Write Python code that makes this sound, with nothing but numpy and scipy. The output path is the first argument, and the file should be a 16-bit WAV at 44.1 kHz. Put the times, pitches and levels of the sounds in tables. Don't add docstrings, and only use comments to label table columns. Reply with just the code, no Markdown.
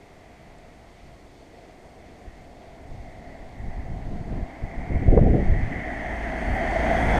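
import sys
import numpy as np
from scipy import signal
from scipy.fft import rfft, irfft, next_fast_len
from scipy.io import wavfile
from scipy.ndimage import uniform_filter1d

SR = 44100
rng = np.random.default_rng(int(sys.argv[2]) if len(sys.argv) > 2 else 0)


def how_loud(loudness_db):
    steps = np.asarray(loudness_db, float) / 20
    return 10 ** steps


def output_pcm(signal):
    pcm = np.clip(np.atleast_2d(signal).T, -1, 1) * 32767
    wavfile.write(sys.argv[1], SR, np.round(pcm).astype(np.int16))


N = 317079
T = np.arange(N) / SR
HZ = np.fft.rfftfreq(N, 1 / SR) + 1e-3


def walk(rate):
    hold = int(SR / rate)
    steps = np.repeat(rng.standard_normal(N // hold + 1), hold)
    return 0.98 * uniform_filter1d(uniform_filter1d(steps, hold), hold)[:N]


def bands(source, colour):
    hz, db = np.transpose(colour)
    gain = how_loud(np.interp(np.log(HZ), np.log(hz), db, right=-200))
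    spectrum = rfft(source) * gain * (HZ > 0.7 * hz[0])
    spectrum /= np.std(irfft(spectrum, N))
    octave = np.log2(np.clip(HZ, 31.25, 16000) / 31.25)
    return [(31.25 * 2 ** k, irfft(spectrum * np.clip(1 - abs(octave - k), 0, 1), N)) for k in range(10)]


def coloured_noise(colour):
    return sum(x for hz, x in bands(rng.standard_normal(N), colour))


def narrow_noise(hz, width_hz):
    envelope = np.exp(-(np.fft.fftfreq(N, 1 / SR) / width_hz) ** 2)
    random_phase = np.exp(2j * np.pi * rng.random(N))
    slow = np.fft.ifft(np.fft.fft(rng.standard_normal(N)) * envelope * random_phase)
    x = np.real(slow * np.exp(2j * np.pi * np.cumsum(hz + 0 * T) / SR))
    return x / x.std()


SPEED_M_S, PASSES_S, KERB_M = 11.53, 7.913, 1.1


def car_distance():
    return np.hypot(SPEED_M_S * (T - PASSES_S), KERB_M)


def roar_level():
    at_1m_db, ground_db_per_m = -3, 0.2179
    metres = car_distance()
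    return at_1m_db - 20 * np.log10(metres) - ground_db_per_m * metres


def nearness():
    roar_db = roar_level()
    return roar_db - roar_db.max()


def road_echo():
    peak_db, at_m, span_m = 5.5, 24.7, 17.3
    return peak_db * np.exp(-((car_distance() - at_m) / span_m) ** 2)


# f/Hz, density/dB per Hz
TYRE_COLOUR = [(40, 1.5), (100, -21), (250, -1.5), (450, -9.5), (800, -3.5), (1200, -18.5), (2000, -23),
               (2800, -33), (4000, -40), (6000, -41.5), (9000, -57), (11000, -55), (13500, -61),
               (15200, -68)]


def tyres():
    air_loss_db, whine_db = 0.75, -0.5
    roar_db, echo_db = roar_level(), road_echo()
    distance = how_loud(-nearness())
    road = walk(1.1)
    out = 0
    for hz, x in bands(rng.standard_normal(N), TYRE_COLOUR):
        absorption_db = air_loss_db * distance * (hz / 8200.0) ** 0.75
        db = roar_db + 2.5 - absorption_db + 0.067 * road + 1.6 * walk(13.0)
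        db = db - echo_db * np.exp(-np.log2(hz / 700) ** 2 / 0.73)
        db = db + (whine_db + echo_db) * np.exp(-np.log2(hz / 2000) ** 2 / 0.095)
        out = out + x * how_loud(db)
    return out


# t/s, level/dB, f/Hz
WHINE_TRACK = [(2.6, -80, 1980), (2.71, -66, 2052), (3.35, -55, 1990), (3.48, -62, 2020), (3.62, -52, 1982),
               (4.21, -65.5, 1969), (4.71, -49, 2062), (5.02, -45.5, 2080), (5.19, -50, 1990),
               (5.6, -39, 1963), (5.69, -45, 1986), (5.73, -38, 1980), (6.31, -39, 1890),
               (6.56, -36.5, 1967), (6.89, -34, 1954), (6.96, -34, 1865), (7.14, -32, 2065),
               (7.19, -39, 1958)]


def whine():
    s, db, hz = np.transpose(WHINE_TRACK)
    level_db = np.interp(T, s, db) - 6 * np.clip(s[0] - T, 0, None)
    width_hz, trim_db = 248, -1.5
    return narrow_noise(np.interp(T, s, hz), width_hz) * how_loud(level_db + trim_db + 0.78 * walk(12.0))


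def centre_rib():
    hz, width_hz, level_db, at_m, span_m = 4480, 230, -62, 14.5, 3.2
    beam = np.exp(-((car_distance() - at_m) / span_m) ** 2)
    return narrow_noise(hz, width_hz) * how_loud(level_db + 1.5 * walk(14.0)) * beam


# f/Hz, density/dB per Hz
GROOVE_COLOUR = [(2700, -28), (3050, -1), (3300, 4), (3550, -7), (3900, -28)]


def grooves():
    level_db, rise_hz = -48.5, 298
    near_db = nearness()
    shift_hz = rise_hz * (how_loud(3.0 * near_db) - 0.4)
    climb = np.exp(2j * np.pi * np.cumsum(shift_hz) / SR)
    analytic = signal.hilbert(coloured_noise(GROOVE_COLOUR), next_fast_len(N))[:N]
    return np.real(analytic * climb) * how_loud(level_db + 1.57 * near_db + 0.37 * walk(23.0))


# f/Hz, density/dB per Hz
SHOULDER_COLOUR = [(1100, -23), (1400, -0.5), (1750, 1), (1950, -12), (2200, -31)]


def shoulder():
    return how_loud(-32 + 1.43 * nearness() + 0.47 * walk(7.4)) * coloured_noise(SHOULDER_COLOUR)


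# f/Hz, density/dB per Hz
BELT_COLOUR = [(450, -20), (560, -11), (640, 8.5), (720, -6.5), (880, -6), (980, -27)]


def belt():
    return how_loud(-36.5 + 1.15 * nearness() + 1.7 * walk(7.7)) * coloured_noise(BELT_COLOUR)


# t/s, peak level/dB, ring f/Hz
SEAM_HITS = [(6.258, -27.5, 670), (6.347, -27, 678), (6.559, -18.5, 757), (6.608, -20.5, 676),
             (6.657, -23, 619), (6.712, -23, 609.6), (6.755, -14.5, 654), (6.843, -21.5, 651),
             (6.894, -23, 702), (6.943, -17.5, 673), (6.983, -16.5, 754), (7.061, -25, 642.7),
             (7.141, -19, 712), (7.172, -17, 692)]


def seams():
    rise_s, trim_db = 0.0067, -4
    out = 0
    for (s, db, hz), turn in zip(SEAM_HITS, rng.random(len(SEAM_HITS))):
        age = np.clip(T - s, 0, None) / rise_s
        out = out + how_loud(db + trim_db) * age * np.exp(1 - age) * np.sin(2 * np.pi * (hz * T + turn))
    return out


# multiple of the firing rate, level/dB
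ORDERS = [(1, 0), (2, -13), (3, -9.5), (4, -14), (4.5, -15), (5, -17)]


def engine():
    firing_hz, nearest_db, slope = 56.77, -25.5, 1.24
    phase = 2 * np.pi * np.cumsum(firing_hz * (1 + 0.008 * walk(6.0))) / SR
    out = 0
    for order, db in ORDERS:
        tone = np.sin(order * phase + rng.uniform(0, 7.45))
        out = out + np.sqrt(2) * how_loud(db + 1.36 * walk(7.0)) * tone
    return how_loud(nearest_db + slope * nearness()) * out


# peak t/s, buffet level/dB, length t/s, flutter level/dB
GUST_EVENTS = [(.5, -53, 0.49, -59), (1.067, -44, 0.056, -67), (2.07, -49.5, 0.21, -58),
               (2.288, -49, 0.066, -58), (2.44, -49, 0.15, -56), (2.938, -38.5, 0.22, -54),
               (3.085, -45, 0.091, -49), (3.21, -46, 0.081, -48), (3.282, -45, 0.041, -47.5),
               (3.43, -50, 0.14, -51), (3.652, -31, 0.11, -43), (3.781, -29.5, 0.029, -39),
               (3.913, -29.5, 0.17, -39), (4.07, -29.5, 0.071, -39), (4.126, -30, .04, -39),
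               (4.162, -31, .05, -39), (4.212, -30, .03, -40.5), (4.278, -30.5, 0.028, -35.5),
               (4.325, -25, 0.038, -31), (4.377, -28.5, 0.051, -36.5), (4.422, -28, 0.031, -39),
               (4.641, -27, 0.036, -38.5), (4.797, -32.5, 0.11, -36), (4.912, -20.5, 0.018, -27.5),
               (4.951, -21, 0.028, -27), (4.994, -22.5, 0.02, -34), (5.026, -28, 0.034, -28.5),
               (5.086, -16.5, 0.017, -20.5), (5.136, -17, 0.042, -19.5), (5.178, -19, 0.022, -15),
               (5.232, -16, 0.027, -23), (5.273, -16, 0.066, -20), (5.347, -18, 0.053, -22.5),
               (5.385, -22, 0.031, -24), (5.43, -22.5, .05, -32), (5.524, -17.5, 0.13, -30),
               (5.64, -29, 0.051, -43), (5.68, -25, 0.037, -39), (5.717, -29, 0.022, -28),
               (5.76, -31, 0.04, -29.5), (6.132, -34, 0.28, -48), (6.509, -23.5, 0.059, -37),
               (7.173, -25, 0.45, -47)]


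def gusts():
    rise, drop_db = 0.81, 10
    deep, flutter = how_loud(2 * -55.5), how_loud(2 * -67.5)
    for s, deep_db, length, flutter_db in GUST_EVENTS:
        shape = how_loud(-2 * drop_db * np.maximum(T - s, (s - T) / rise) / length)
        deep = deep + how_loud(2 * deep_db) * shape
        flutter = flutter + how_loud(2 * flutter_db) * shape
    return 10 * np.log10(deep), 10 * np.log10(flutter)


def eddies(rate, spread_db):
    hit = rng.random(N) < rate / SR
    return hit * np.sign(rng.standard_normal(N)) * how_loud(spread_db * rng.exponential(size=N))


# f/Hz, density/dB per Hz
BUFFET_COLOUR = [(18, 1), (35, 4), (60, 2), (100, 0.5), (160, -5.5), (250, -18.5), (400, -49)]
# f/Hz, density/dB per Hz
FLUTTER_COLOUR = [(80, -24), (160, 1), (250, -1.5), (450, -5.5), (750, -10), (950, -60), (1600, -70),
                  (2200, -39)]
# f/Hz, density/dB per Hz
SWAY_COLOUR = [(9, -9.5), (16, 1.5), (24, -8), (34, -15)]


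def wind():
    deep_db, flutter_db = gusts()
    puff = walk(25.0)
    deep = sum(x * how_loud(0.96 * walk(4.55)) for hz, x in bands(eddies(500.0, 0.92), BUFFET_COLOUR))
    tilt_db = 0.51 * (flutter_db + 22.0)
    flutter = 0
    for hz, x in bands(eddies(2500.0, 1.03), FLUTTER_COLOUR):
        flutter = flutter + x * how_loud(tilt_db * max(np.log2(hz / 250), 0))
    sway = coloured_noise(SWAY_COLOUR) * how_loud(uniform_filter1d(deep_db, size=4000) - 5.5)
    buffet = deep * how_loud(deep_db - 3.0 + 0.88 * puff)
    return sway + buffet + flutter * how_loud(flutter_db + 1.6 * puff)


# t/s, peak level/dB, width t/s, sign (+1 push, -1 suction)
BIG_EDDIES = [(2.28, -29.5, 0.0082, 1), (2.915, -30, 0.019, 1), (3.005, -32, 0.011, -1),
              (3.408, -30.5, .012, -1), (3.455, -31.5, 0.015, 1), (3.688, -25.5, 0.016, -1),
              (3.773, -26, 0.018, -1), (3.797, -25, 0.0065, 1), (3.918, -24, 0.008, 1),
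              (4.073, -22, 0.011, 1), (4.153, -28, 0.0083, -1), (4.212, -23, 0.0046, 1),
              (4.34, -25, 0.0078, -1), (4.429, -22.5, 0.01, 1), (4.644, -22.5, 0.01, 1),
              (4.784, -23, 0.014, 1), (4.91, -20, 0.00884, 1), (4.97, -14.5, 0.0063, -1),
              (5.017, -21, 0.0071, -1), (5.066, -12.5, 0.0068, -1), (5.086, -4, 0.0059, -1),
              (5.096, -9, 0.022, 1), (5.114, -7.5, 0.016, -1), (5.131, -14, 0.016, 1),
              (5.136, -6, 0.0034, 1), (5.148, -14.5, 0.0073, -1), (5.188, -9.5, 0.0081, 1),
              (5.178, -7, 0.0066, -1), (5.207, -9, 0.009, -1), (5.216, -2.5, 0.0029, -1),
              (5.266, -13, 0.0058, -1), (5.307, -9.5, 0.0062, -1), (5.317, -11.5, .008, 1),
              (5.349, -15, 0.0042, -1), (5.431, -15, 0.0071, -1), (5.497, -12.5, 0.017, 1),
              (5.526, -8.5, 0.0061, -1), (5.557, -12.5, 0.012, -1), (5.63, -14.5, 0.0067, 1),
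              (6.466, -23, 0.0071, -1), (6.476, -23, 0.011, 1), (6.486, -21, 0.0081, -1),
              (6.455, -26, .01, 1), (6.493, -24, 0.01, 1), (6.502, -26, 0.0055, -1),
              (6.513, -21, 0.0043, -1), (6.545, -26, .012, 1), (6.533, -19.5, .011, -1)]


def thumps():
    rebound, rebound_width = 0.33, 3.3
    out = 0
    for s, db, width, sign in BIG_EDDIES:
        age = (T - s) / (0.52 * width)
        bump = np.exp(-age ** 2) - rebound * np.exp(-((age - 0.8) / rebound_width) ** 2)
        out = out + np.sign(sign) * how_loud(db) * bump / 0.89
    return out


# t/s, level/dB, f/Hz, width f/Hz, length t/s
GRIT_BURSTS = [
    (.5816, -67, 7500, 1500, .005),
    (6.543, -68, 11500, 3800, .024),
    (5.174, -41, 1150, 400, .009),
]


def grit():
    out = 0
    for s, db, hz, width_hz, length in GRIT_BURSTS:
        x = irfft(rfft(rng.standard_normal(N)) * np.exp(-((HZ - hz) / width_hz) ** 2), N)
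        age = np.clip(T - s, 0, None) / length
        out = out + how_loud(db) * x / x.std() * age * np.exp(1 - age * age)
    return out


# f/Hz, density/dB per Hz
NIGHT_COLOUR = [(20, -8.5), (55, 0), (120, -7.5), (200, -5.5), (350, -6), (700, -11.5), (1200, -17.5),
                (2000, -22.5), (3000, -30), (4500, -31.5), (6500, -42.5), (9000, -52)]


def night():
    out = 0
    for hz, x in bands(rng.standard_normal(N), NIGHT_COLOUR):
        out = out + x * how_loud(0.27 * walk(1.2) + 1.8 * walk(11.0))
    return how_loud(-49) * out


# f/Hz, density/dB per Hz
HISS_COLOUR = [(2500, -12), (4000, -6), (5500, -3), (7000, -4), (9000, -9), (11000, -13), (13500, -16),
               (15100, -20), (15300, -40)]


def input_hiss():
    return how_loud(-70.5) * coloured_noise(HISS_COLOUR)


# f/Hz, width f/Hz, lift/dB
HOUSING_MODES = [(692, 124, 9), (1440, 930, -3), (2060, 595, 9), (2580, 250, 1.5), (2940, 140, -0.5),
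                 (3270, 850, 4), (4070, 320, -3), (4350, 670, 4), (6430, 610, 6), (8820, 2130, 14),
                 (12100, 1100, 5)]


def through_housing(x):
    lift_db = sum(db / (1 + (2 * (HZ - hz) / width_hz) ** 2) for hz, width_hz, db in HOUSING_MODES)
    response = np.roll(irfft(how_loud(lift_db - 3), N), 1024)[:2049]
    return signal.fftconvolve(x, response * np.hanning(len(response)), "same")


def scene():
    air = through_housing(tyres() + grooves() + shoulder() + belt() + night())
    tones = whine() + centre_rib() + seams() + engine()
    return (air + tones + wind() + thumps() + grit())[None]


def roll_off(x):
    return signal.sosfilt(signal.butter(12, 15570, fs=SR, output="sos"), x)


def record(dry):
    stop = np.sin(np.pi / 2 * np.clip((T[-1] - T) / 0.005, 0, 1)) ** 2
    mix = 0.81 * np.tanh((dry + input_hiss()) / 0.74) * stop
    return roll_off(mix)


dry = scene()
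out = record(dry)
output_pcm(out)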